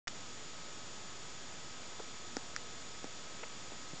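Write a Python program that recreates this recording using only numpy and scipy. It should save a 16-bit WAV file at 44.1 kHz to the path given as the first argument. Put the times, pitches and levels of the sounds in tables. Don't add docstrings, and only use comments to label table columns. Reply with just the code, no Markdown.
import sys
import numpy as np
from scipy import signal
from scipy.fft import rfft, irfft
from scipy.io import wavfile

SR = 44100
rng = np.random.default_rng(int(sys.argv[2]) if len(sys.argv) > 2 else 0)


def transcribe(u):
    v = np.clip(np.atleast_2d(u).T, -1, 1)
    q = np.round(v * 32767).astype(np.int16)
    wavfile.write(sys.argv[1], SR, q)


N = 176400

# (frequency [Hz], relative density [dB])
HISS_SPECTRUM = [(20, -9), (40, -9.5), (70, -3), (140, -0.5), (280, -1), (550, -4), (1000, -5.5),
                 (1600, -7.5), (2800, -9), (5500, -10.5), (8000, -10)]
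# (frequency [Hz], rms level [dB])
WHINE_TONES = [(1276, -63.5), (1653, -74.5), (3273, -68.5), (3456, -69.5), (3548, -68), (4355, -79),
               (4452, -76), (4549, -76.5), (4727, -71.5), (4823, -73), (5006, -72.5), (5448, -73),
               (5728, -72), (6724, -67), (6821, -71), (7004, -60), (7725, -75.5)]
# (frequency [Hz], relative level [dB], time to fall 60 dB [s])
CASE_MODES = [(169.5, -1.5, 0.034), (282.3, 1.5, 0.029), (440, 5.5, 0.0081), (790, -1.5, 0.013),
              (1435, -4, .012), (1782, 3, 0.0062), (2230, -12.5, 0.016), (2680, -8, 0.0028),
              (3450, -16.5, 0.0077), (5090, -4, 0.0038), (5700, 1.5, 0.0033), (7100, -7, 0.0016)]
TAP_ZONES_HZ = [175, 350, 1700, 2650, 5500]
# (time [s], low cut [Hz], thud [dB], knock [dB], ring [dB], snap [dB], tick [dB])
FINGER_TAPS = [ (0.0727, 654, -60, -44.5, -31.5, -43, -47), (0.0787, 1190, -74, -42, -27.5, -22.5, -32),
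               (0.0798, 1840, -70, -65, -33, -25, -30), (2.3685, 248, -41.5, -28.5, -33, -32, -26),
               (2.5635, 1340, -75, -68, -24.5, -34.5, -25.5), (3.0433, 236, -50, -31, -44, -46, -38),
               (3.7205, 320, -67, -37, -54, -66, -61), (3.9342, 120, -33.5, -45.5, -70, -66, -69), ]
# (middle [s], half length [s], level [dB], low edge [Hz], high edge [Hz])
SKIN_SCUFFS = [ (0.0822, 0.0022, -37, 1010, 5930), (2.0, 0.0058, -43.5, 340, 1214),
               (3.4364, 0.0044, -41, 380, 2700), ]

HISS_RMS_DB = -48.5
WANDER_RMS_HZ, WANDER_RATE_HZ = 1.2, 6
SCUFF_RING_DB, SCUFF_TILT_DB_PER_OCTAVE = 8, -2
CONVERTER_START_S, CONVERTER_HZ = .0722, 16000
CONVERTER_STEP, CONVERTER_OFFSET = .0055, .0043
SMOOTH_HZ, BAND_LIMIT_HZ = 7850, 9300


def hiss():
    hz, db = np.transpose(HISS_SPECTRUM)
    return gain_of(HISS_RMS_DB) * noise(lambda f: gain_of(np.interp(np.log(f + 1), np.log(hz), db)))


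def whines():
    out = np.zeros(N)
    for hz, db in WHINE_TONES:
        wander_hz = WANDER_RMS_HZ * noise(lambda f: 1 / (1 + (f / WANDER_RATE_HZ) ** 2))
        phase = 2 * np.pi * np.cumsum(hz + wander_hz) / SR
        out += np.sqrt(2) * gain_of(db) * np.sin(phase)
    return out


def tap(low_cut_hz, zone_db):
    mode_hz = [mode[0] for mode in CASE_MODES]
    drives_db = np.interp(np.log(mode_hz), np.log(TAP_ZONES_HZ), zone_db)
    low_cut = signal.butter(3, low_cut_hz, "highpass", fs=SR, output="sos")
    return signal.sosfilt(low_cut, case_ring(drives_db))


def case_ring(drives_db):
    t = np.arange(SR // 10) / SR
    return sum(gain_of(db + drive_db) * np.exp(-np.log(1000) * t / t60) * np.sin(2 * np.pi * hz * t)
               for (hz, db, t60), drive_db in zip(CASE_MODES, drives_db))


def scuff(middle_s, half_s, db, low_hz, high_hz):
    t = np.arange(N) / SR
    swell = np.exp(-.5 * np.minimum(((t - middle_s) / half_s) ** 2, 100))
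    hz = np.fft.rfftfreq(N, 1 / SR)
    resonances = sum(1 / (1 + ((hz - mode_hz) * np.pi * 2 * t60 / np.log(1000)) ** 2)
                     for mode_hz, _, t60 in CASE_MODES)
    band = 1 / np.sqrt((1 + (low_hz / (hz + 1)) ** 10) * (1 + (hz / high_hz) ** 12))
    tilt = gain_of(SCUFF_TILT_DB_PER_OCTAVE * np.log2(hz + 1))
    rub = swell * noise(lambda _: band * tilt * (1 + gain_of(SCUFF_RING_DB) * resonances))
    return gain_of(db) * rub * np.linalg.norm(swell) / np.linalg.norm(rub)


def noise(shape):
    white = rfft(rng.standard_normal(N))
    shaped = irfft(white * shape(np.fft.rfftfreq(N, 1 / SR)), N)
    return shaped / np.sqrt(np.mean(shaped ** 2) + 1e-20)


def gain_of(db):
    return 10 ** (np.asarray(db) / 20)


def add(mix, start_s, sound):
    part = mix[max(round(start_s * SR), 0):][:len(sound)]
    part += sound[:len(part)]


def scene():
    out = hiss() + whines()
    for start_s, low_cut_hz, *zone_db in FINGER_TAPS:
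        add(out, start_s, tap(low_cut_hz, zone_db))
    for row in SKIN_SCUFFS:
        out += scuff(*row)
    return out[None]


def record(dry):
    slow = signal.resample(dry, N * CONVERTER_HZ // SR, axis=1)
    running = np.arange(slow.shape[1]) / CONVERTER_HZ >= CONVERTER_START_S
    stepped = CONVERTER_STEP * np.round((slow + CONVERTER_OFFSET) / CONVERTER_STEP) * running
    upsample = 441
    smoothing = signal.firwin(28 * upsample + 1, SMOOTH_HZ, window=("kaiser", 9),
                              fs=CONVERTER_HZ * upsample)
    smoothed = signal.resample_poly(stepped, SR, CONVERTER_HZ, axis=1, window=smoothing)[:, :N]
    band_limit = signal.firwin(511, BAND_LIMIT_HZ, window=("kaiser", 9), fs=SR)
    return signal.oaconvolve(smoothed, band_limit[None], "same")


dry = scene()
out = record(dry)
transcribe(out)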